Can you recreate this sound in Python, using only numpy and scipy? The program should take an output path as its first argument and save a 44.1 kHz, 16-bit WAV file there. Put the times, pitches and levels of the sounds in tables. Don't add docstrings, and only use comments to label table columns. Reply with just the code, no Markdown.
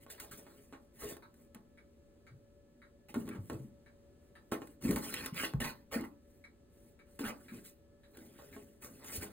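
import sys
import numpy as np
from scipy import signal
from scipy.fft import rfft, irfft, next_fast_len
from scipy.io import wavfile
from scipy.ndimage import uniform_filter1d

SR = 44100
rng = np.random.default_rng(int(sys.argv[2]) if len(sys.argv) > 2 else 0)


def put_to_file(sound):
    columns = np.atleast_2d(sound).T
    safe = np.clip(columns, -1, 1)
    whole_steps = np.round(safe * 32767)
    wavfile.write(sys.argv[1], SR, whole_steps.astype(np.int16))


N = 411012

# f/Hz, width/Hz, height over the broad colour/dB
CARDBOARD_MODES = [(670, 30, 1.5), (831, 85, 3), (1006, 68, -3), (1494, 140, 4.5), (1830, 32, 9),
                   (2000, 160, 5.5), (2340, 97, -4.5), (3150, 120, -2), (4160, 470, 7.5), (4415, 57, -2)]


def amp(db):
    return 10 ** (np.asarray(db) / 20)


def evened(x):
    return x / np.sqrt(np.mean(x ** 2) + 1e-20)


def read(points, hz):
    f, value = np.transpose(points)
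    return np.interp(np.log(hz + 1), np.log(f + 1), value)


def add(mix, s, sound):
    part = mix[round(s * SR):][:len(sound)]
    part += sound[:len(part)]


def bins(size):
    return np.fft.rfftfreq(size, 1 / SR)


def drift(hz):
    t = np.arange(N // 64 + 2) * 64 / SR
    low_pass = 1 / (1 + (np.fft.rfftfreq(len(t), t[1]) / hz) ** 4)
    slow = irfft(rfft(rng.standard_normal(len(t))) * low_pass, len(t))
    return np.interp(np.arange(N) / SR, t, evened(slow))


def body(spectrum, modes=(), size=4096):
    hz = bins(size)
    db = read(spectrum, hz)
    for f, width, height in modes:
        db = db + height / (1 + (2 * (hz - f) / width) ** 2)
    log_gain = np.log(amp(np.r_[db, db[-2:0:-1]]))
    spectrum_with_phase = np.exp(np.conj(signal.hilbert(log_gain)))
    response = np.fft.ifft(spectrum_with_phase).real[:size // 2]
    return response / np.linalg.norm(response)


def ring(x, response):
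    return signal.oaconvolve(x, response)[:N]


def band_unit(x, lo, hi):
    band = signal.butter(4, [lo, hi], "band", fs=SR, output="sos")
    return x / np.std(signal.sosfilt(band, x))


def slips(per_s, spread_db, smooth):
    size = amp(spread_db * np.minimum(rng.exponential(1, N), 4)) * rng.choice([-1, 1], N)
    clicks = evened(size * (rng.random(N) < per_s / SR))
    return evened(clicks + smooth * rng.standard_normal(N))


def wander(x, patch_db, patch_hz, patch_s, size=512):
    z = signal.stft(x.astype(np.float32), SR, nperseg=size)[2]
    field = rng.standard_normal(z.shape, dtype=np.float32)
    for axis, span in enumerate((patch_hz * size / SR, patch_s * SR * 2 / size)):
        for _ in range(2):
            field = uniform_filter1d(field, max(round(span), 1), axis)
    patches = evened(amp(patch_db * np.clip(evened(field), -2, 2)))
    return signal.istft(z * patches, SR, nperseg=size)[1][:N]


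def blow(db, t60, crack):
    t = np.arange(SR // 4) / SR
    force = rng.standard_normal(len(t)) * amp(-60 * t / t60) / 2
    force *= 1 - np.exp(-t / 0.0035)
    force[0] += crack
    return amp(db) * force


def stroke(rise, length):
    sag_db_per_s, release_db_per_s = 18.5, 422
    settle_db, settle_db_per_s = -15.5, 173
    t = np.arange(SR) / SR
    after = np.maximum(t - length, 0)
    load = np.sin(np.pi / 2 * np.minimum(t / rise, 1)) ** 2
    held = load * amp(-sag_db_per_s * np.minimum(t, length))
    return held * np.maximum(amp(-release_db_per_s * after), amp(settle_db - settle_db_per_s * after))


def per_port(pair, gains):
    size = next_fast_len(N, True)
    return irfft(rfft(pair, size) * gains(bins(size)), size)[:, :N]


def ports(a, b):
    # f/Hz, likeness (0 to 1)
    likeness = [(50, 0.71), (300, 0.89), (550, 0.27), (800, 0), (3600, 0), (5400, 0.91), (7000, 0.46),
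                (11500, 0.96), (16000, 1)]
    same = np.clip(read(likeness, bins(len(a))), 0, 1)
    common = rfft(a) * np.sqrt((1 + same) / 2)
    apart = rfft(b) * np.sqrt((1 - same) / 2)
    return irfft([common + apart, common - apart], len(a))


def room(x, wet_db):
    # f/Hz, T60/s
    decay = [(100, 0.68), (400, 0.27), (1000, 0.25), (3000, 0.11), (4500, 0.23), (8000, 0.07), (16000, 0.5)]
    # f/Hz, relative level/dB
    share = [(80, -11.5), (300, 2.5), (800, 8), (2000, -3.5), (4000, -0.5), (8000, -3), (16000, -12.5)]
    size = SR // 2
    taps = rng.choice([-1., 1.], (2, size)) * (rng.random((2, size)) < 4000 / SR)
    taps[:, :round(.003 * SR)] = 0
    hz, t, z = signal.stft(taps, SR, nperseg=256)
    fade = amp(-60 * t / read(decay, hz)[:, None])
    fade_rms = np.sqrt(np.mean(fade ** 2, axis=1, keepdims=True))
    fade *= amp(read(share, hz) + wet_db)[:, None] / fade_rms
    tails = signal.istft(z * fade, SR, nperseg=256)[1] / np.linalg.norm(taps[0])
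    return np.array([ring(x, tail) for tail in ports(*tails)])


def fan():
    # f/Hz, relative spectral level/dB
    air = [(20, -8.5), (40, 1), (70, 4), (150, -4), (260, -3), (400, -2.5), (520, -10), (750, -19),
           (1100, -23), (2000, -27), (3500, -30.5), (6000, -32), (14000, -36.5)]
    # f/Hz, rms level before wavering and panning/dB
    hum = [(75.4, -76), (237, -74.5), (571.5, -71.5), (1308, -93), (1717, -90)]
    t, colour = np.arange(N) / SR, body(air)
    rush = ports(ring(rng.standard_normal(N), colour), ring(rng.standard_normal(N), colour))
    rush = amp(-64.5) * rush * amp(0.5 * drift(0.77))
    tones = np.zeros(N)
    for hz, db in hum:
        level = amp(db) * np.sqrt(2) * (1 + 0.39 * drift(13))
        tones += level * np.sin(2 * np.pi * hz * t + 1.2 * drift(4.9))
    return (rush + tones) * amp([[.5], [-.5]])


def clock():
    # f/Hz, relative spectral level/dB
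    colour = [(300, -42), (800, -18), (1300, -8), (2300, -6), (3000, -17), (4200, -20), (5400, -25),
              (7000, -27), (16000, -25)]
    # f/Hz, width/Hz, height/dB
    case_modes = [(1330, 140, 5), (1700, 590, 10), (2260, 120, 9), (3920, 300, 12), (4530, 260, 11),
                  (9300, 900, 10)]
    first_tick_s, swing_s, tock_after_s = 0.181, 1.0433, 0.551
    tick_db, tock_db = -41.5, -47
    beats = np.zeros(N)
    for swing in np.arange(first_tick_s, N / SR, swing_s):
        for s, db in (swing, tick_db), (swing + tock_after_s, tock_db):
            add(beats, s, blow(db, t60=0.066, crack=3.3))
    case = wander(ring(beats, body(colour, case_modes)), patch_db=4, patch_hz=400, patch_s=0.32)
    return amp(-6.0) * (case + room(case, wet_db=8.0))


def dragging():
    # start t/s, rise t/s, length t/s, level/dB
    drags = [(0.062, 0.042, 0.28, -59), (0.362, .04, 0.23, -64.5), (0.989, 0.05, 0.14, -48.5),
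             (8.124, .03, 0.27, -64), (8.377, 0.0093, 0.22, -62.5), (8.974, 0.039, 0.71, -60)]
    # f/Hz, relative spectral level/dB
    colour = [(30, -8), (80, -3), (160, -7), (260, -6.5), (400, 4), (550, 0), (750, -5.5), (1100, -10.5),
              (1700, -9), (2500, -11), (4000, -13.5), (5600, -19), (8500, -21), (14500, -16.5)]
    weight = np.zeros(N)
    for s, rise, length, db in drags:
        add(weight, s, amp(db) * stroke(rise, length))
    rush = ring(slips(per_s=1500, spread_db=4, smooth=0.77), body(colour))
    return weight * evened(wander(rush, patch_db=5.5, patch_hz=350, patch_s=.03))


def pressures():
    # start t/s,
    # rise t/s, length t/s, claw scrape level/dB, bright over dull scrape/dB, fur swish level/dB,
    # panel rumble level/dB
    strokes = [(0.097, 0.0066, 0.018, -56.5, 6, -57.5, -71), (0.197, 0.0056, .035, -53.5, -2, -59.5, -64),
               (0.31, 0.0043, 0.026, -58, 3, -60, -56), (0.371, 0.0055, 0.023, -69, -4, -63.5, -61.5),
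               (0.985, 0.027, 0.14, -63.5, 2, -59, -72), (3.084, 0.003, 0.021, -60.5, 1, -71, -55),
               (3.148, 0.015, 0.077, -66, -11, -69.5, -44.5), (3.25, 0.0076, 0.11, -68, -5, -77, -49),
               (3.49, 0.017, 0.053, -63.5, -7, -76, -44), (4.515, 0.0019, 0.0084, -42.5, -7, -55.5, -47),
               (4.8, 0.058, .19, -52, -2, -56.5, -38.5), (4.984, 0.062, .12, -50.5, 0, -54.5, -51),
               (5.119, 0.0069, 0.15, -45, 0, -59, -50.5), (5.322, 0.092, 0.13, -40, 8, -50.5, -50),
               (5.599, 0.0059, 0.092, -41.5, -2.5, -56, -48), (5.906, 0.03, 0.046, -43, -3.5, -54.5, -48.5),
               (5.967, 0.0067, 0.054, -58.5, -6, -76, -44.5), (6.035, .006, 0.0089, -58, -11, -68.5, -52),
               (7.19, 0.0017, 0.02, -48, 6, -59.5, -60), (7.228, 0.026, 0.063, -43, -5, -57.5, -57),
               (7.496, 0.087, 0.073, -61, 2, -66.5, -49.5), (7.622, 0.046, 0.066, -65, 13, -63, -69),
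               (8.163, 0.0084, 0.13, -89, 7, -75, -62.5), (8.505, 0.016, 0.12, -73, 8, -73.5, -57),
               (8.798, 0.064, 0.051, -60, -21.5, -56.5, -61), (9.004, 0.11, 0.14, -56, -2, -57.5, -62),
               (9.104, 0.053, 0.062, -50, 7, -49, -50.5), (9.188, 0.052, 0.05, -47, -3.5, -53.5, -51.5)]
    # start t/s, length t/s, swish level/dB
    brushes = [(0, .06, -72.5), (0.297, 0.52, -79.5), (0.78, .12, -89), (0.923, 0.19, -73.5),
               (1.32, 0.17, -80.5), (3.343, 0.38, -76), (4.193, 0.12, -87.5), (4.405, 0.24, -90),
               (4.55, 0.22, -77.5), (6.2, 0.27, -86.5), (6.688, 0.28, -82), (7.05, 0.16, -80.5),
               (7.296, 0.46, -75), (7.98, 0.91, -78.5), (8.852, 0.19, -72)]
    brush_scrape_db, brush_rumble_db = 0, 11.5
    power = np.zeros((4, N))
    for s, rise, length, scrape, bright, swish, rumble in strokes:
        shape = stroke(rise, length)
        levels = (scrape - bright / 2, scrape + bright / 2, swish, rumble)
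        for layer, db in zip(power, levels):
            add(layer, s, (amp(db) * shape) ** 2)
    for s, length, swish in brushes:
        arch = np.sin(np.linspace(0, np.pi, round(length * SR)))
        for layer, db in zip(power, (brush_scrape_db, brush_scrape_db, 0, brush_rumble_db)):
            add(layer, s, (amp(swish + db) * arch) ** 2)
    return np.sqrt(power)


def rubbing():
    # f/Hz, relative spectral level/dB
    scrape_colour = [(100, -1), (300, -6.5), (500, 3.5), (700, -5), (1100, 2.5), (2000, 0), (2900, 3),
                     (3800, -10.5), (5400, -4.5), (8000, -52), (16000, -36)]
    swish_colour = [(500, -55), (2000, -2), (4000, -10.5), (5500, -0.5), (7500, 0.5), (10500, 5.5),
                    (13000, 5.5), (15500, 2)]
    rumble_colour = [(25, -36.5), (60, -2.5), (120, -6.5), (220, 0.5), (340, -2.5), (480, -15.5),
                     (700, -24.5), (1500, -43.5)]
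    bright_above_hz = 2100
    dull_gain, bright_gain, swish_gain, rumble_gain = pressures()
    grip = evened(amp(1.46 * drift(34)))
    scrape = ring(grip * slips(per_s=450, spread_db=2.0, smooth=1.0), body(scrape_colour, CARDBOARD_MODES))
    swish = ring(grip * slips(per_s=1600, spread_db=2, smooth=0.87), body(swish_colour))
    rumble = ring(slips(per_s=500, spread_db=6, smooth=0.62), body(rumble_colour))
    scrape = band_unit(wander(scrape, patch_db=5.5, patch_hz=305.4, patch_s=.025), 590, 7000)
    swish = band_unit(wander(swish, patch_db=2.5, patch_hz=450, patch_s=.025), 8500, 10020)
    rumble = band_unit(rumble, 120, 500)
    low_pass = signal.butter(3, bright_above_hz, fs=SR, output="sos")
    dull = signal.sosfiltfilt(low_pass, scrape)
    bright = scrape - dull
    return dull_gain * dull + bright_gain * bright + swish_gain * swish + rumble_gain * rumble


def thumps():
    # t/s, level before the trim/dB,
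    # nominal f/Hz (the pitch glides from above it to below it), T60/s
    landings = [(1.553, -44.5, 206, 0.11), (2.31, -47.5, 123, 0.24), (2.346, -43.5, 116, 0.11),
                (3.165, -23.5, 244, 0.048), (3.212, -38, 223, 0.19), (3.276, -36, 304, 0.037),
                (3.352, -35.5, 192, 0.3), (3.384, -32, 105, 0.196), (3.501, -36, 299.3, .2),
                (3.542, -32, 112, 0.069), (3.594, -39.5, 135.2, 0.29), (3.642, -40.5, 209.4, 0.14),
                (4.522, -31, 284, 0.083), (4.618, -43, 294, .12), (4.843, -26, 226, .088),
                (4.897, -23, 183.5, 0.09), (4.903, -20.5, 294, 0.036), (5.322, -30.5, 167, 0.055),
                (5.433, -37, 334, 0.13), (5.541, -19.5, 144, 0.057), (5.554, -33, 60, .25),
                (5.608, -31, 230, 0.054), (5.956, -24.5, 227.5, 0.066), (6.003, -34.5, 292, 0.067),
                (7.203, -27.5, 284.6, 0.086), (7.234, -34.5, 219.3, 0.22), (7.291, -37, 226, 0.065),
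                (7.515, -37.5, 209, 0.17), (8.178, -42.5, 317, 0.03), (8.563, -46.5, 410, 0.061),
                (9.176, -33, 87, 0.11), (9.207, -46.5, 218, 0.87)]
    push_s, trim_db = 0.008, -3.5
    out, t = np.zeros(N), np.arange(SR // 3) / SR
    for s, db, hz, t60 in landings:
        load = np.sin(np.pi / 2 * np.minimum(t / push_s, 1)) ** 2
        swell = load * amp(-60 * np.maximum(t - push_s, 0) / t60)
        turns = np.cumsum(hz * (.92 + 0.14 * np.exp(-t / 0.027))) / SR
        modes = np.sin(2 * np.pi * turns) + 0.2 * np.sin(2 * np.pi * 1.55 * turns)
        add(out, s, amp(db + trim_db) * swell * modes)
    return out


def claws():
    # t/s, dull knock level/dB, bright snap level/dB (both before
    # the trim), clatter T60 of the knock/s
    taps = [(0.065, -41, -55, .037), (0.101, -50, -42, 0.031), (0.2, -48, -22, 0.026),
            (0.467, -42.5, -64, .069), (0.548, -64, -47, .02), (0.726, -39, -53, .13),
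            (1.168, -40.5, -33.5, 0.023), (1.342, -65, -44, 0.018), (1.547, -47, -30, 0.13),
            (3.143, -29, -26, 0.087), (3.278, -36.5, -37, 0.049), (3.29, -38, -25.5, 0.036),
            (3.35, -42, -66, 0.12), (3.499, -28, -29.5, 0.044), (4.521, -21, -38, 0.025),
            (4.619, -32.5, -55, 0.043), (4.673, -49, -34.5, 0.016), (4.825, -48, -28.5, 0.022),
            (4.91, -29.5, -13.5, 0.048), (4.961, -28.5, -13.5, 0.1), (5.03, -54, -29, .02),
            (5.065, -36, -42.5, 0.037), (5.127, -36, -30, 0.026), (5.141, -37, -11, .03),
            (5.261, -33, -13.5, 0.016), (5.345, -43, -29.5, 0.022), (5.435, -24, -47, .02),
            (5.537, -29.5, -42, 0.0093), (5.604, -34, -20, 0.047), (6.01, -57, -29, 0.022),
            (7.194, -31, -35, 0.024), (7.25, -35, -40, .067), (8.172, -46, -32.5, 0.024),
            (8.26, -63, -49, 0.022), (8.389, -44, -64, 0.1), (8.565, -38.5, -55, 0.038),
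            (8.823, -47, -31.5, 0.085), (9.045, -41, -30, 0.038), (9.124, -52, -43, 0.011)]
    # f/Hz, relative spectral level/dB
    knock_colour = [(25, -45), (110, -0.5), (300, 11), (700, -4), (1100, 2), (2000, -10), (2900, -8.5),
                    (4000, -22.5), (7000, -20), (16000, -30)]
    snap_colour = [(200, -26), (1000, 13.5), (2500, 14.5), (4000, 4.5), (7000, 7.5), (11000, 15),
                   (16000, 10)]
    snap_t60_s, trim_db = 0.015, -1.5
    knocks, snaps = np.zeros(N), np.zeros(N)
    push = signal.windows.hann(15)
    for s, knock_db, snap_db, t60 in taps:
        add(knocks, s, blow(knock_db, t60, crack=3.4))
        add(knocks, s, amp(knock_db - 12.5) * push)
        add(snaps, s, blow(snap_db, snap_t60_s, crack=0.96))
    knocked = ring(knocks, body(knock_colour, CARDBOARD_MODES))
    snapped = ring(snaps, body(snap_colour, CARDBOARD_MODES))
    return amp(trim_db) * (knocked + snapped)


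def scene():
    # f/Hz, left minus right/dB
    balance = [(100, 0.5), (400, 1), (800, -1.5), (1300, -2), (1800, -2), (2450, -5.5), (3200, -0.5),
               (4000, -0.5), (8000, 0.9)]
    box = rubbing() + dragging() + thumps() + claws()
    heard = per_port(box + room(box, wet_db=-3.0),
                     lambda hz: amp(np.outer([.5, -.5], read(balance, hz))))
    return heard + clock() + fan()


def record(dry):
    # f/Hz, lead of the left/rad
    lead = [(20, 0), (350, -.15), (700, -.9), (1100, -.6), (1800, .3), (2700, 1.9), (3800, .9),
            (5100, 2.95), (6000, 3.35), (7600, 6.2), (9500, 6.4), (11100, 9.3), (12400, 9.5), (14200, 12.5)]
    edge_hz = 15900
    pair = per_port(dry, lambda hz: np.exp(1j * np.outer([.5, -.5], read(lead, hz))))
    low_pass = signal.firwin(255, edge_hz, window=("kaiser", 9), fs=SR)
    return signal.oaconvolve(pair, low_pass[None], "same")


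dry = scene()
out = record(dry)
put_to_file(out)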